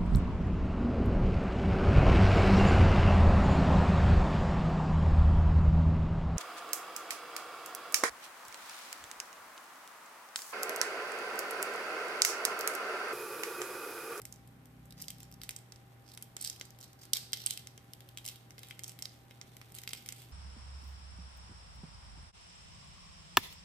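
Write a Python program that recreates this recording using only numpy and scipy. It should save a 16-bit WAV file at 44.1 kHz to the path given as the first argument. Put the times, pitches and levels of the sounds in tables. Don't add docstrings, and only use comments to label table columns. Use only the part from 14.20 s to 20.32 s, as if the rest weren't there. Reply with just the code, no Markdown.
import sys
import numpy as np
from scipy import signal
from scipy.fft import rfft, irfft, next_fast_len
from scipy.io import wavfile
from scipy.ndimage import map_coordinates

SR = 44100
rng = np.random.default_rng(int(sys.argv[2]) if len(sys.argv) > 2 else 0)


def put_to_file(sound):
    columns = np.atleast_2d(sound).T
    safe = np.clip(columns, -1, 1)
    whole_steps = np.round(safe * 32767)
    wavfile.write(sys.argv[1], SR, whole_steps.astype(np.int16))


N = 269892

# start in seconds, relative level in dB, flap resonance in Hz, tilt in dB/octave.
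SHELL_BREAKS = [(0.0169, -23.5, 2000, 7), (0.0526, -16.5, 1980, 5.5), (.1244, -21.5, 6200, 4),
                (.2745, -34, 8400, 4), (0.4558, -34.5, 8040, 1), (0.6556, -37, 7000, 21),
                (0.8167, -19, 4180, 14), (0.8217, -16.5, 5700, 12), (0.882, -14, 5300, 2),
                (0.9034, -16, 2980, 5.5), (1.0034, -26, 2980, 3.5), (1.0304, -26, 7040, 0),
                (1.2153, -23.5, 4330, -3), (1.2342, -18, 1950, 2.5), (1.2912, -11, 2100, 2.5),
                (1.3075, -19, 6000, 4), (1.3626, -16, 8000, 2), (1.5212, -24, 6600, -2.5),
                (1.9387, -30, 3970, 5.5), (1.9745, -19.5, 8600, -2.5), (2.024, -17.5, 2960, 9),
                (2.1659, -14, 7800, -3), (2.212, -12, 7900, 15), (2.2243, -14.5, 8500, 7),
                (2.2464, -8.5, 4200, 8), (2.2738, -11.5, 4800, 6.5), (2.2984, -9, 5450, 5.5),
                (2.411, -15, 5660, -2.5), (2.611, -27, 6560, 9), (2.833, -29.5, 6850, -2),
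                (2.9331, 4, 4470, 8), (2.969, -7, 3800, 6.5), (3.1313, -4, 3840, 1.5),
                (3.1364, -14.5, 3430, 2.5), (3.1712, -18.5, 5000, 4), (3.2616, 1, 8440, 11.5),
                (3.2689, -12.5, 3400, 1), (3.307, -5, 3400, 6.5), (3.3741, -15, 2630, 4),
                (3.4711, -19.5, 5430, 1), (3.5767, -26, 6440, -5.5), (3.7338, -22, 3180, 4),
                (3.8049, -27.5, 3220, -1), (3.8887, -29.5, 3100, 2.5), (3.973, -15.5, 2760, 3),
                (3.9832, -23, 3150, -2.5), (4.0515, -17, 2400, 6.5), (4.0622, -14.5, 2000, 9),
                (4.0773, -15, 2690, 3), (4.0859, -12.5, 3730, 4), (4.306, -27, 6600, -3.5),
                (4.3805, -25, 5740, -5.5), (4.4318, -21.5, 3200, -2), (4.5087, -19, 2690, -4),
                (4.5922, -19.5, 2000, 1.5), (4.6351, -17, 6040, 5), (4.6417, -15.5, 6950, 1),
                (4.679, -17.5, 7100, 10), (4.6936, -20, 7100, 5), (4.7891, -23, 2000, 0.5),
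                (4.8228, -11.5, 6000, 2), (4.8542, -14.5, 4870, 0), (5.109, -29, 2820, -5.5),
                (5.2132, -21.5, 6300, -6), (5.367, -25.5, 2000, 4.5), (5.4138, -25.5, 2230, -4.5),
                (5.5493, -18.5, 2000, 14), (5.5856, -18, 2200, 4), (5.6352, -21, 2080, 2.5),
                (5.6752, -13, 2730, 0.5), (5.6906, -15.5, 5000, 2.5), (5.7323, -9.5, 2400, 1.5),
                (5.8604, -21, 2000, 5), (5.8879, -12.5, 2500, 1), (5.9232, -18, 8000, -1.5)]
# frequency in Hz, gain in dB.
SHELL_DB = [(100, -9), (300, -3), (800, -11.5), (1400, -4), (1750, -4.5), (2100, -1.5), (3000, 0),
            (5200, 2.5), (6800, 0.5), (8200, 4), (9500, -1.5), (11500, 0.5), (13500, 1)]
# frequency in Hz, relative level in dB, T60 in seconds.
BOWL_MODES = [(2100, 3.5, 0.03), (2670, -14, 0.042), (3180, 7, 0.022), (3810, -4.5, 0.048),
              (4800, -1.5, 0.019), (5510, 2, 0.014), (8480, 3, 0.0063)]
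# time in seconds, resonance in Hz.
LOOSE_FLAP_HZ = [(0, 5300), (2.95, 4380), (3.2, 3650), (4.5, 2780)]
# centre in seconds, half-length in seconds, relative level in dB.
SLIDES = [(0.806, 0.05, -53.5), (1.02, 0.052, -62), (1.244, 0.049, -59.5), (1.892, 0.07, -62.5),
          (2.247, 0.068, -46.5), (2.442, 0.066, -67), (2.63, 0.038, -56.5), (2.819, 0.057, -59.5),
          (2.957, 0.027, -39), (3.205, 0.087, -51.5), (3.313, 0.034, -45.5), (4.079, 0.054, -49.5),
          (4.461, 0.14, -61.5), (4.695, 0.061, -58.5), (5.567, 0.036, -54), (5.774, 0.078, -59),
          (6.001, 0.11, -58.5)]
# start in seconds, relative level in dB.
EGG_JOLTS = [(0.841, -31.5), (2.412, -41), (2.9343, -13.5), (3.2631, -19.5), (5.8888, -37)]
# frequency in Hz, gain in dB.
THUD_DB = [(60, -19), (160, -10), (300, -4), (600, -3), (1100, -5.5), (1600, -20.5), (3000, 14),
           (8000, -16)]
# frequency in Hz, right microphone over left in dB.
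RIGHT_BIAS_DB = [(1000, 0.5), (1700, -6.5), (2300, -2.5), (3100, -8.5), (4000, 11), (4400, 0.5), (5500, 7),
                 (7000, 4), (8200, 12), (9500, 7), (11000, -2.5), (14000, -3.5)]
# frequency in Hz, T60 in seconds.
ROOM_T60_S = [(500, 0.4), (4000, 0.51), (13000, 0.35)]
# frequency in Hz, gain in dB.
ROOM_DB = [(300, -17), (1500, -2), (3500, -4), (6000, -7), (8200, -8.5), (13000, -6.5)]
# frequency in Hz, relative density in dB.
AIR_DB = [(25, -16), (45, -4.5), (75, 0), (130, 2), (250, -3), (400, -7.5), (650, -9.5), (1000, -12.5),
          (2000, -15.5), (4000, -25.5), (7000, -30), (13000, -27)]
# frequency in Hz, left-right correlation.
AIR_CORRELATION = [(60, 0.86), (150, 0.86), (380, 0.58), (950, 0.13), (2380, -0.043), (5980, -0.04),
                   (15000, 0.54)]
# frequency in Hz, rms level in dB.
HUM_LINES = [(120, -60), (188.5, -83), (300, -81), (377, -78), (790.5, -74)]
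# frequency in Hz, level in dB before the envelope.
DRONE_LINES = [(61, -67.5), (123, -73), (155, -67), (185, -66.5), (247.6, -69.5), (278, -74)]
# time in seconds, gain in dB.
DRONE_GAIN_DB = [(0, -5.5), (.8, 3.5), (1.25, -3), (1.35, -17), (6.1, -15)]

TOP_HZ = 14550


def snaps(gain_db=-1.5):
    sources = [(s, snap(db + gain_db, flap_hz, tilt)) for s, db, flap_hz, tilt in SHELL_BREAKS]
    return radiate(sources, room_db=-5)


def snap(db, flap_hz, tilt_db_oct, flap_db=7.5, middling_db=-15):
    fizz_db = -0.24 * (db - middling_db)
    fizz = pulse(lambda hz: np.interp(hz, [8400, 11200], [0, fizz_db]))
    fracture = signal.fftconvolve(crack(flap_hz, flap_db, tilt_db_oct), fizz)
    rung = signal.fftconvolve(fracture, bowl())
    return amp(db) * signal.fftconvolve(rung, splinters())


def crack(flap_hz, flap_db, tilt_db_oct, width_oct=0.31, knee_hz=1400, plateau_hz=9000):
    def colour_db(hz):
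        flap = flap_db * np.exp(-0.5 * (np.log2((hz + 1) / flap_hz) / width_oct) ** 2)
        tilt = tilt_db_oct * np.log2(np.clip(hz, knee_hz, plateau_hz) / knee_hz)
        return along(SHELL_DB, hz) + flap + tilt

    click = pulse(colour_db)
    in_band = np.fft.rfftfreq(len(click), 1 / SR) < TOP_HZ
    return click / np.sqrt(np.mean(np.abs(rfft(click)) ** 2 * in_band))


def bowl(ring_db=-13, vary_db=3):
    t = np.arange(SR // 40) / SR
    ring = sum(amp(db + vary_db * rng.standard_normal() - 60 * t / t60_s) * np.cos(2 * np.pi * hz * t)
               for hz, db, t60_s in BOWL_MODES)
    path = (t == 0) + amp(ring_db) * ring / np.linalg.norm(ring)
    return path / np.linalg.norm(path)


def splinters(count=4, mean_lag_s=0.012, level_db=-20, spread_db=4):
    train = np.zeros(SR // 10)
    train[0] = 1
    lags = rng.exponential(mean_lag_s * SR, count).astype(int) + 1
    gains = amp(level_db + spread_db * rng.standard_normal(count))
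    np.add.at(train, np.minimum(lags, len(train) - 1), gains)
    return train


def crumbs(per_slide=3, level_db=-32, spread_db=2, spread_s=0.06, spread_oct=0.53):
    centres_s = np.repeat([s for s, _, _ in SLIDES], per_slide)
    draws = np.clip(rng.standard_normal((len(centres_s), 3)), -2, 2)
    sources = []
    for s, (when, size, pitch) in zip(centres_s, draws):
        flap_hz = loose_flap_hz(s) * 2 ** (spread_oct * pitch)
        crumb = snap(level_db + spread_db * size, flap_hz, tilt_db_oct=3.7)
        sources.append((s + spread_s * when, crumb))
    return radiate(sources, room_db=-9)


def grating():
    sources = []
    for centre_s, half_s, db in SLIDES:
        pressure = np.hanning(int(2 * half_s * SR))
        grains = amp(db) * pressure * ticks(len(pressure), per_s=650, spread_db=5.5)
        click = crack(loose_flap_hz(centre_s), flap_db=6, tilt_db_oct=1.1)
        sources.append((centre_s - half_s, signal.fftconvolve(grains, click)))
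    return radiate(sources, room_db=0)


def loose_flap_hz(s):
    return np.interp(s, *np.transpose(LOOSE_FLAP_HZ))


def handling(early_db=-80, late_db=-69):
    grains = amp(np.linspace(early_db, late_db, N)) * ticks(N, per_s=120, spread_db=2.5)
    click = crack(flap_hz=3400, flap_db=5, tilt_db_oct=1.2)
    return radiate([(0.00089, signal.fftconvolve(grains, click))], room_db=2.5)


def ticks(samples, per_s, spread_db):
    sizes = amp(spread_db * np.minimum(rng.standard_normal(samples), 2))
    return unit(sizes * (rng.random(samples) < per_s / SR))


def jolts(room_db=-12):
    thud = pulse(lambda hz: along(THUD_DB, hz))
    close, room = np.zeros((2, 2, N))
    for s, db in EGG_JOLTS:
        sound = amp(db) * thud / np.linalg.norm(thud)
        add(close, s, sound)
        add(room, s, kitchen(sound))
    return np.array([close, amp(room_db) * room])


def radiate(sources, room_db, ceiling_s=0.014, ceiling_db=-9):
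    close, room = np.zeros((2, 2, N))
    for s, sound in sources:
        add(close, s, signal.fftconvolve(sound[None], scatter(), axes=1))
        add(room, s, kitchen(sound))
        echo = signal.fftconvolve(sound[None], ceiling(), axes=1)
        add(room, s + ceiling_s, amp(ceiling_db) * echo)
    return np.array([close, amp(room_db) * room])


def scatter(tear_s=0.00033, tear_db=2, skew_db=-5, bounce_s=0.0029, bounce_db=-1, dull_hz=11000):
    t = np.arange(-SR // 1000, SR // 60) / SR
    tear = rng.standard_normal(len(t)) + amp(skew_db) * rng.standard_normal((2, len(t)))
    tear *= np.exp(-np.abs(t) / tear_s)
    bounces = rng.standard_normal((2, len(t))) * np.exp(-np.abs(t) / bounce_s) * (t > 0)
    bounces = signal.lfilter(*signal.butter(1, dull_hz, fs=SR), bounces)
    path = (t == 0) + amp(tear_db) * tear / np.linalg.norm(tear[0])
    path += amp(bounce_db) * bounces / np.linalg.norm(bounces[0])
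    return path / np.linalg.norm(path, axis=1, keepdims=True)


def microphones(close, lag_samples=2):
    def shading(side):
        return pulse(lambda hz: -10 * np.log10((1 + amp(side * along(RIGHT_BIAS_DB, hz)) ** 2) / 2))

    left = signal.fftconvolve(close[0], shading(1))
    right = signal.fftconvolve(close[1], shading(-1))
    return np.array([left[:N], np.pad(right, (lag_samples, 0))[:N]])


def ceiling(smear_s=0.0047):
    t = np.arange(SR // 100) / SR
    echo = rng.standard_normal((2, len(t))) * np.exp(-t / smear_s)
    return echo / np.linalg.norm(echo[0])


def kitchen(sound, build_s=0.0013):
    hz, frame_s, spectra = signal.stft(rng.standard_normal((2, SR // 2)), SR, nperseg=256)
    decay = amp(-60 * frame_s / along(ROOM_T60_S, hz)[:, None])
    _, tail = signal.istft(spectra * decay, SR, nperseg=256)
    t = np.arange(tail.shape[1]) / SR
    tail *= 1 - np.exp(-(t / build_s) ** 2)
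    return signal.fftconvolve(sound[None], tail / np.linalg.norm(tail[0]), axes=1)


def appliances():
    hum = motor_tones(HUM_LINES, waver_db=1.2, drift_rad=0.14)
    drone = motor_tones(DRONE_LINES, waver_db=3, drift_rad=0.45)
    envelope_db = np.interp(np.arange(N) / SR, *np.transpose(DRONE_GAIN_DB))
    return hum + amp(envelope_db) * drone


def motor_tones(lines, waver_db, drift_rad):
    t = np.arange(N) / SR
    total = np.zeros(N)
    for hz, db in lines:
        peak = np.sqrt(2) * amp(db + waver_db * wobble(5))
        total += peak * np.sin(2 * np.pi * hz * t + drift_rad * wobble(3))
    return total


def air(rms_db=-61):
    def mid_side_gains(hz):
        angle = np.arccos(along(AIR_CORRELATION, hz)) / 2
        return amp(along(AIR_DB, hz)) * [np.cos(angle), np.sin(angle)]

    mid, side = filtered(rng.standard_normal((2, N)), mid_side_gains)
    return amp(rms_db) * unit(np.array([mid + side, mid - side]))


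def amp(db):
    return 10 ** (np.asarray(db) / 20)


def unit(x):
    return x / np.sqrt(np.mean(x ** 2) + 1e-20)


def along(points, hz):
    knots_hz, values = np.transpose(points)
    return np.interp(np.log(hz + 1), np.log(knots_hz + 1), values)


def wobble(knots_per_s):
    knots = rng.standard_normal(int(N * knots_per_s / SR) + 4)
    return map_coordinates(knots, [np.arange(N) * knots_per_s / SR])


def filtered(x, gain):
    size = next_fast_len(N + SR // 2)
    return irfft(rfft(x, size) * gain(np.fft.rfftfreq(size, 1 / SR)), size)[..., :N]


def pulse(colour_db, size=512):
    hz = np.fft.rfftfreq(size, 1 / SR)
    cepstrum = irfft(np.log(amp(colour_db(hz)) + 1e-6))
    cepstrum[1:size // 2] *= 2
    cepstrum[size // 2 + 1:] = 0
    return irfft(np.exp(rfft(cepstrum)))


def add(track, start_s, sound):
    start = max(round(start_s * SR), 0)
    part = track[..., start:start + sound.shape[-1]]
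    part += sound[..., :part.shape[-1]]


def scene():
    close, room = snaps() + crumbs() + grating() + handling() + jolts()
    lean_right = amp([[-1], [1]])
    walls = filtered(room, lambda hz: amp(along(ROOM_DB, hz))) * lean_right
    return microphones(close) + walls + air() + appliances()


def record(dry):
    return filtered(dry, lambda hz: 1 / np.sqrt(1 + (hz / TOP_HZ) ** 160))


dry = scene()
out = record(dry)
put_to_file(out)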